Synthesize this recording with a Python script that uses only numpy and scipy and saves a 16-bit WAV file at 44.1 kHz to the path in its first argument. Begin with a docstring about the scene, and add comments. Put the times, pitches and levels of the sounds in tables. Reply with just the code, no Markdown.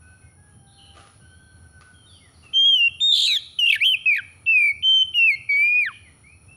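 """Caged magpie-robin in a garden

Close to the microphone the robin whistles loudly with the valves of its syrinx; some notes break into
fast trills, and both sides sounding together make a two-voiced rasp. Farther off, other birds and a
rooster call over insect hiss, rustles and the rumble of distant traffic. Walls and trees answer, and
the recorder's gain control ducks the garden under each note."""
import sys
import numpy as np
from scipy import signal
from scipy.fft import rfft, irfft, next_fast_len
from scipy.io import wavfile
from scipy.ndimage import uniform_filter1d, minimum_filter1d, map_coordinates

SR = 44100
rng = np.random.default_rng(int(sys.argv[2]) if len(sys.argv) > 2 else 0)


def wav_out(sig):
    """Save sig, one row per channel (or a flat mono array), as 16-bit PCM at SR to the path in sys.argv[1]."""
    wavfile.write(sys.argv[1], SR, np.round(np.clip(np.atleast_2d(sig).T, -1, 1) * 32767).astype(np.int16))


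N = 289296

# Spectra of distant traffic, leaf hiss and rustles. Each row: frequency in Hz, relative level in dB.
TRAFFIC_SPECTRUM = [(25, -26), (45, -21.5), (62, -10), (82, 3.5), (125, -4.5), (170, -10.5), (230, -15),
                    (350, -20), (600, -29.5), (850, -28), (1100, -42.5), (2000, -55.5)]
LEAF_SPECTRUM = [(800, 1), (1080, -3), (1270, 6.5), (1600, -5), (3000, -7), (5000, -19.5), (7000, -15.5),
                 (8500, -21), (11500, -23.5), (15500, -28.5)]
RUSTLE_SPECTRUM = [(88, -44), (150, -11), (375, -2), (593, -3.5), (781, -4.5), (905, -18), (1260, 6.5),
                   (1510, -9), (2820, -8.5), (7180, -20.5), (8170, -27.5), (9990, -27), (12000, -67),
                   (15600, -69), (22000, -120)]
# Bands of insect song. Each row: centre in Hz, width in Hz, level in dB, flutter in dB.
INSECTS = [(9877, 430, -61.5, 1), (4280, 120, -77, 4), (5620, 220, -75.5, 2.5)]
# The tail from walls and trees. 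Each row: frequency in Hz, time to fall 60 dB in seconds.
YARD_DECAY = [(300, 0.23), (2500, 0.59), (5000, 0.9), (12000, 0.13)]
# Brief rustles. Each row: start in seconds, level in dB, rise and time to fall 60 dB in seconds.
RUSTLES = [(0.923, -45.5, 0.046, 0.48), (1.808, -53.5, 0.0031, 0.29), (2.389, -56.5, 0.061, .5),
           (6.058, -63, 0.02, 0.26), (6.3, -78, 0.014, 0.076)]
# Syllables of the far crow. Each row: start and length in seconds, first, middle and last pitch in Hz,
# level in dB, weight of the fundamental in dB.
CROW_SYLLABLES = [(0, 0.4, 742, 762, 765, -62, 0.5), (0.356, 0.22, 826, 834.5, 806, -61.5, 9),
                  (0.545, .68, 793.6, 796, 791, -62.5, 9), (1.187, 1, 763, 759.8, 718.6, -58.5, -7.5)]
# The rooster's overtones. Each row: harmonic number, weight in dB.
CROW_HARMONICS = [(2, 10.5), (3, -20.5), (4, -12)]
# Calls of farther birds. Each row: start and length in seconds, first, middle and last pitch in Hz,
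# level in dB, buzz from 0 to 1.
FAR_CALLS = [ (0.01, 0.31, 2520, 2556, 2450, -68, 0.25), (0.208, .15, 2190, 2140, 2125, -68, 0.28),
             (0.516, 0.65, 3130, 3130, 3120, -74, 0.2), (0.663, .15, 3800, 3680, 3500, -63.5, 0.72),
             (0.726, .21, 4320, 4100, 4060, -62.5, 0.43), (0.775, 0.17, 3050, 2980, 3076, -52.5, 0.46),
             (1.205, .33, 2920, 3210, 3380, -66.5, 0.3), (1.934, 0.16, 3260, 3176, 3030, -59.5, .15),
             (2.06, .15, 3780, 3326, 2650, -54, .15), (2.086, .13, 4520, 4610, 4740, -62.5, 0.4),
             (2.202, 0.11, 2220, 1993, 1640, -59, 0), (2.329, .13, 4400, 4494, 4480, -64, 0.63),
             (2.424, 0.094, 2836, 2655, 2500, -53, .05), (2.642, 0.082, 2650, 2380, 1900, -42, 0.3),
             (5.512, 0.051, 3470, 3295, 3250, -36.5, 0.48), (5.557, 0.16, 3040, 2875, 2860, -39, 0.2),
             (5.912, 0.096, 3020, 3030, 2950, -51, 0.6), (6.033, 0.09, 2450, 2015, 1820, -54, .15),
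             (6.234, 0.14, 2080, 2442, 2610, -52.5, 0), (6.477, .1, 2540, 2680, 2560, -53.5, 0), ]
# The robin's notes, on the first side of the syrinx. Each row: relative level in dB, attack in seconds,
# sag in dB per second, weights in dB of the second harmonic and of the high overtones at the start and
# at the end, pitch contour as (seconds, Hz) points.
ROBIN_NOTES = [ (-15, 0.015, -1, -33, -59.5, -39.5, [(2.532, 3101), (2.59, 3194), (2.64, 3200),
               (2.665, 3298), (2.74, 3149), (2.81, 2785), (2.886, 2752)]),
               (-15, .009, 4.5, -18.5, -54, -31.5, [(3.003, 3590), (3.065, 3722), (3.10, 3649),
               (3.155, 3440), (3.24, 3615), (3.28, 3993), (3.35, 3762), (3.38, 3143)]),
               (-15.5, 0.0019, 2.5, -27.5, -38, -29.5, [(3.587, 3130), (3.615, 2844), (3.68, 2750),
               (3.707, 2600), (3.72, 2416)]), (-10.5, 0.00097, 168.5, -37.5, -41, -33, [(3.722, 2436),
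               (3.733, 2292), (3.755, 1857), (3.774, 1576)]),
               (-15, 0.0044, 13, -36.5, -41, -29, [(3.801, 1950), (3.832, 2546), (3.852, 2995),
               (3.875, 3086), (3.93, 3020), (3.957, 2319)]),
               (-14, 0.0022, 30, -39.5, -52.5, -35, [(4.057, 2613), (4.09, 2523), (4.15, 2130),
               (4.172, 1852), (4.206, 1389)]), (-14.5, 0.011, 8, -35, -46.5, -42, [(4.461, 2676),
               (4.518, 2659), (4.56, 2497), (4.62, 2347), (4.72, 2204)]),
               (-11.5, 0.015, 11, -35.5, -58, -60, [(4.826, 3048), (4.885, 3105), (4.94, 3106),
               (5.037, 3069)]), (-14.5, 0.0088, 0, -33.5, -36, -43.5, [(5.139, 2875), (5.165, 2896),
               (5.203, 2726), (5.265, 2660), (5.29, 2480), (5.317, 2178), (5.356, 2126)]),
               (-14, 0.0043, 15.5, -32.5, -43.5, -39.5, [(5.489, 2287), (5.55, 2236), (5.67, 2412),
               (5.79, 2485), (5.83, 2362), (5.878, 1642), (5.90, 1206), (5.92, 957)]), ]
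# The second side, sounding against the first. Each row: relative level in dB, attack in seconds,
# sag in dB per second, pitch contour as (seconds, Hz) points.
SECOND_VOICE = [ (-20.5, 0.0064, 40, [(3.143, 3621), (3.215, 3314), (3.255, 3270), (3.28, 2747),
                (3.35, 2147), (3.378, 1646)]), (-25.5, 0.0068, 40, [(3.713, 2313), (3.745, 2268),
                (3.767, 1607)]), ]
# Runs of upward pitch flicks. Each row: first crest and end in seconds, first and last rate in flicks
# per second, first and last height in Hz when one side sings alone.
TRILLS = [(3.107, 3.156, 74, 69, 90, 900), (3.164, 3.28, 71, 72, 1000, 480),
          (3.655, 3.675, 67, 67, 170, 480), (3.693, 3.729, 41, 35, 600, 2200),
          (3.749, 3.756, 50, 50, 1500, 1500), (3.848, 3.93, 115, 60, 380, 10),
          (4.127, 4.186, 72, 44, 150, 850), (4.565, 4.70, 61, 51, 60, 140)]
# The robin's high overtones. 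Each row: harmonic number, weight in dB.
HIGH_OVERTONES = [(3, -4), (4, -1.5), (5, -13.5), (6, -3)]
# The throat colours the whistle, the beak its overtones and rasp. Each row: frequency in Hz, gain in dB.
THROAT_RESPONSE = [(1000, -21.5), (1350, -15.5), (1650, -5.5), (1900, -6), (2350, 1.5), (2700, 0.5),
                   (3300, 1), (3700, -2), (4200, -0.5)]
BEAK_RESPONSE = [(1000, -27), (3300, 12.5), (5500, -7.5), (6400, -1.5), (7000, -8), (7450, -4), (8200, -10),
                 (9300, 11), (10500, -2), (11300, 3.5), (12400, 0.5), (13600, 3.5), (15500, -5.5)]
# Pitches that near echoes cancel at the microphone. Each row: centre in Hz, width in Hz, depth in dB.
ECHO_NOTCHES = [(2064, 100, 17.5), (2934, 65, 9)]
# Turbulent air in the syrinx. Each row: frequency in Hz, relative level in dB.
TURBULENCE_SPECTRUM = [(900, 3.5), (2500, 2.0), (4500, 13.5), (7500, -2.5), (9500, 3.5), (12300, -2),
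                       (13700, -23), (15500, -6)]


def amp(db):
    """Decibels to gain."""
    return 10 ** (np.asarray(db) / 20)


def unit(x):
    """Scale to rms 1."""
    return x / np.sqrt(np.mean(x ** 2) + 1e-20)


def clock():
    """The time of each sample in seconds."""
    return np.arange(N) / SR


def along(points, hz):
    """Interpolate (Hz, value) points on a log frequency axis."""
    f, v = np.transpose(points)
    return np.interp(np.log(hz + 1), np.log(f + 1), v)


def wobble(rate):
    """A smooth random curve, rate knots a second."""
    return map_coordinates(rng.standard_normal(int(N * rate / SR) + 4), [clock() * rate])


def filtered(x, response):
    """Filter x by a gain given as a function of frequency."""
    size = next_fast_len(N + 8192)
    return irfft(rfft(x, size) * response(np.fft.rfftfreq(size, 1 / SR)), size)[:N]


def noise(spectrum):
    """Coloured noise of rms 1."""
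    return unit(filtered(rng.standard_normal(N), lambda f: amp(along(spectrum, f))))


def band(centre_hz, width_hz):
    """A bell-shaped band of noise of rms 1."""
    white = rng.standard_normal(N)
    return unit(filtered(white, lambda f: np.exp(-.5 * ((f - centre_hz) / width_hz) ** 2)))


def tone(hz):
    """A complex oscillation whose real part has rms 1."""
    return np.sqrt(2) * np.exp(2j * np.pi * np.cumsum(hz) / SR)


def envelope(start, end, attack_s, release_s, sag_db_per_s):
    """A quick rise, a sagging hold and a smooth close."""
    t = clock()
    age = np.maximum(t - start, 0)
    close = np.clip((end - t) / release_s, 0, 1)
    return (1 - np.exp(-age / attack_s)) ** 2 * amp(-sag_db_per_s * age) * np.sin(np.pi / 2 * close) ** 2


def arch(start, length, first_hz, middle_hz, last_hz):
    """A pitch that bends smoothly through three values."""
    progress = np.clip((clock() - start) / length, 0, 1)
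    bend = middle_hz - (first_hz + last_hz) / 2
    return first_hz + (last_hz - first_hz) * progress + bend * (1 - (2 * progress - 1) ** 2)


def garden(traffic_db=-53.5, leaves_db=-66.5):
    """The bed of the place: distant traffic rumble, leaf hiss and bands of insect song."""
    traffic_level = amp(traffic_db + .5 * wobble(3) + 1.8 * wobble(16))
    leaves = amp(leaves_db + 2.2 * wobble(10)) * noise(LEAF_SPECTRUM)
    insects = sum(amp(db + flutter_db * wobble(5.5)) * band(hz, width)
                  for hz, width, db, flutter_db in INSECTS)
    return traffic_level * noise(TRAFFIC_SPECTRUM) + leaves + insects


def yard_echoes(x, tail_db, early_db, early_t60=0.048):
    """Near surfaces answer at once; walls and trees leave a longer tail."""
    hz, t, spectrum = signal.stft(rng.standard_normal(SR), SR, nperseg=256)
    decay = amp(-60 * t / along(YARD_DECAY, hz)[:, None])
    tail = signal.istft(spectrum * decay, SR, nperseg=256)[1][:SR]
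    age = np.arange(SR) / SR
    early = rng.standard_normal(SR) * amp(-60 * age / early_t60)
    answer = amp(tail_db) * tail / np.linalg.norm(tail) + amp(early_db) * early / np.linalg.norm(early)
    return signal.fftconvolve(x, answer * (age > .003))[:N]


def rustles(grain_db=5.5):
    """Short grainy swishes that swell and die away."""
    t = clock()
    swell = sum(np.clip((t - start) / rise, 0, 1) ** 2
                * amp(db - 60 * np.maximum(t - start - rise, 0) / t60)
                for start, db, rise, t60 in RUSTLES)
    return swell * unit(noise(RUSTLE_SPECTRUM) * amp(grain_db * wobble(270)))


def rooster(jitter=0.0079, waver_db=2.6):
    """One far crow of four syllables, wavering on its way across the gardens."""
    out, unsteady = np.zeros(N), 1 + jitter * wobble(150)
    for start, length, *pitches, db, fundamental_db in CROW_SYLLABLES:
        phase = np.angle(tone(arch(start, length, *pitches) * unsteady))
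        overtones = sum(amp(weight_db) * np.sin(round(k) * phase) for k, weight_db in CROW_HARMONICS)
        shape = envelope(start, start + length, attack_s=0.014, release_s=0.34 * length, sag_db_per_s=3)
        out += amp(db) * shape * unit(amp(fundamental_db) * np.sin(phase) + overtones)
    return out * amp(waver_db * wobble(27.12))


def far_birds(octave_db=-32):
    """Farther birds whistle and buzz, each call one bent glide."""
    out, flutter = np.zeros(N), .08 * wobble(800)
    for start, length, *pitches, db, buzz in FAR_CALLS:
        whistle = tone(arch(start, length, *pitches) * (1 + buzz * flutter))
        shape = envelope(start, start + length, attack_s=0.0047, release_s=.05, sag_db_per_s=12)
        out += amp(db) * shape * (whistle + amp(octave_db) * whistle ** 2).real
    return out


def syrinx_side(notes, slack_hz=2010, slack_db_per_octave=15.5):
    """One valve's pitch, amplitude, progress through the note (0-1) and further columns, per sample."""
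    t = clock()
    *columns, contours = zip(*notes)
    starts, ends = np.array([(contour[0][0], contour[-1][0]) for contour in contours]).T
    current = np.maximum(np.searchsorted(starts, t) - 1, 0)
    start, end, db, attack, sag, *rest = [np.take(col, current) for col in (starts, ends, *columns)]
    hz = uniform_filter1d(np.interp(t, *np.concatenate(contours).T), size=180)
    # at low pitch the valve goes slack and weakens
    slack_db = slack_db_per_octave * np.log2(np.maximum(slack_hz / hz, 1))
    level = amp(db - slack_db) * envelope(start, end, attack, release_s=0.0076, sag_db_per_s=sag)
    return hz, level, np.clip((t - start) / (end - start), 0, 1), *rest


def trills():
    """Syrinx muscles flick the pitch upwards, dozens of times a second; gives the lift in Hz."""
    t, lift = clock(), np.zeros(N)
    for start, end, first_rate, last_rate, first_hz, last_hz in TRILLS:
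        turns = np.cumsum(np.interp(t, [start, end], [first_rate, last_rate])) / SR
        turns -= np.interp(start, t, turns)
        height = np.interp(t, [start - .5 / first_rate, start, end, end + 0.0091],
                           [0, first_hz, last_hz, 0])
        lift += height * np.cos(np.pi * turns) ** 4
    return lift


def valve_overtones(motion, level, octave_db, edge_db, drive_db=-20):
    """The valves are not linear: powers of their motion give overtones, high ones under strong drive."""
    swing = motion / (np.sqrt(2) * level)
    drive = np.tanh(level / amp(drive_db))
    # their beam is narrow, so each wavers at the microphone as the beak moves
    high = sum(amp(db + 3.5 * wobble(17)) * (drive * swing) ** round(k) for k, db in HIGH_OVERTONES)
    octave = amp(octave_db + 2.5 * wobble(20)) * swing ** 2
    return np.sqrt(2) * level * (octave + amp(edge_db) * high).real


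def chiffs(level_db=-41, tense_hz=2420):
    """Notes that start high, on a tense valve, open with a tiny puff of noise."""
    onsets = [contour[0] for *_, contour in ROBIN_NOTES]
    puffs = sum(np.exp(-((clock() - start - .001) / .002) ** 2) for start, hz in onsets if hz > tense_hz)
    return amp(level_db) * puffs * band(2940, 300)


def whistle_colour(f):
    """The throat holds back low pitches, and near echoes cancel a few narrow bands."""
    notches_db = sum(db / (1 + ((f - hz) / width) ** 2) for hz, width, db in ECHO_NOTCHES)
    return amp(along(THROAT_RESPONSE, f) - notches_db)


def robin(jitter=0.0026, clash_jitter=0.06, shimmer_db=.5, pinch_hz=420, choke_db=10, grit=.2,
          sharing_db=5, flick_loss=0.27, rough_edge_db=2.5, difference_db=-17, rasp_db=-24):
    """Two sides of the syrinx whistle; together they roughen and breed sum and difference tones."""
    hz, level, progress, octave_db, first_edge_db, last_edge_db = syrinx_side(ROBIN_NOTES)
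    second_hz, second_level, _ = syrinx_side(SECOND_VOICE)
    # while the second side sounds, the first loses air and a share of its flick height
    sharing = np.tanh(second_level / (level + 1e-9)) ** .5
    level = level * amp(-sharing_db * sharing)
    lift = trills() * (1 - flick_loss * sharing)
    # each flick pinches the valve: the pitch leaps, the tone chokes and turns gritty, then rebounds
    pinch = np.tanh(lift / pinch_hz)
    strain = uniform_filter1d(pinch, size=900)
    level = level * amp(choke_db * (1 - sharing ** 2) * (strain - pinch) + shimmer_db * wobble(70))
    total = np.hypot(level, second_level) + 1e-9
    # the two sides disturb each other most when they are equally strong and close in pitch
    clash = 2 * level * second_level / total ** 2 / (1 + ((hz - second_hz) / 1500) ** 2)
    unrest = clash + grit * (pinch + strain) / 2
    first = level * tone((hz + lift) * (1 + jitter * wobble(130) + clash_jitter * unrest * wobble(1100)))
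    second = second_level * tone(second_hz * (1 + clash_jitter * (unrest + grit) * wobble(700)))
    # the high overtones grow where a note turns rough
    edge_db = first_edge_db + (last_edge_db - first_edge_db) * progress
    edge_db += rough_edge_db * np.tanh(2 * strain + sharing)
    overtones = valve_overtones(first + second, total, octave_db, edge_db)
    difference = amp(difference_db) * (first * second.conj()).real / total
    turbulence = np.sqrt(np.abs(second_level * level)) + 2 * grit * strain * level
    rasp = amp(rasp_db) * turbulence * noise(TURBULENCE_SPECTRUM)
    bright = filtered(overtones + difference + rasp, lambda f: amp(along(BEAK_RESPONSE, f)))
    return filtered((first + second).real, whistle_colour) + bright + chiffs()


def scene(near_db=12.0):
    """One microphone by the cage: the robin close and nearly dry, the far sounds with more echo."""
    song = amp(near_db) * robin()
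    far = far_birds() + rooster() + rustles()
    distant = far + yard_echoes(far, tail_db=-5, early_db=-9)
    close = song + yard_echoes(song, tail_db=-31.0, early_db=-10)
    return (close + distant + garden())[None]


def record(dry, knee_db=-17.0, max_duck_db=12.5, hold_s=0.0057, top_hz=15650):
    """The recorder's gain control looks just ahead, ducks loud sound and soon recovers; then a top cut."""
    mic = dry[0]
    loudness = np.sqrt(np.abs(uniform_filter1d(mic ** 2, size=128)))
    openness = 1 / (1 + (loudness / amp(knee_db)) ** 2)
    hold = int(hold_s * SR)
    held = uniform_filter1d(minimum_filter1d(openness, hold, origin=hold // 4), size=300)
    gain = amp(-max_duck_db * (1 - held))
    return filtered(mic * gain, lambda f: f < top_hz)[None]


dry = scene()
out = record(dry)
wav_out(out)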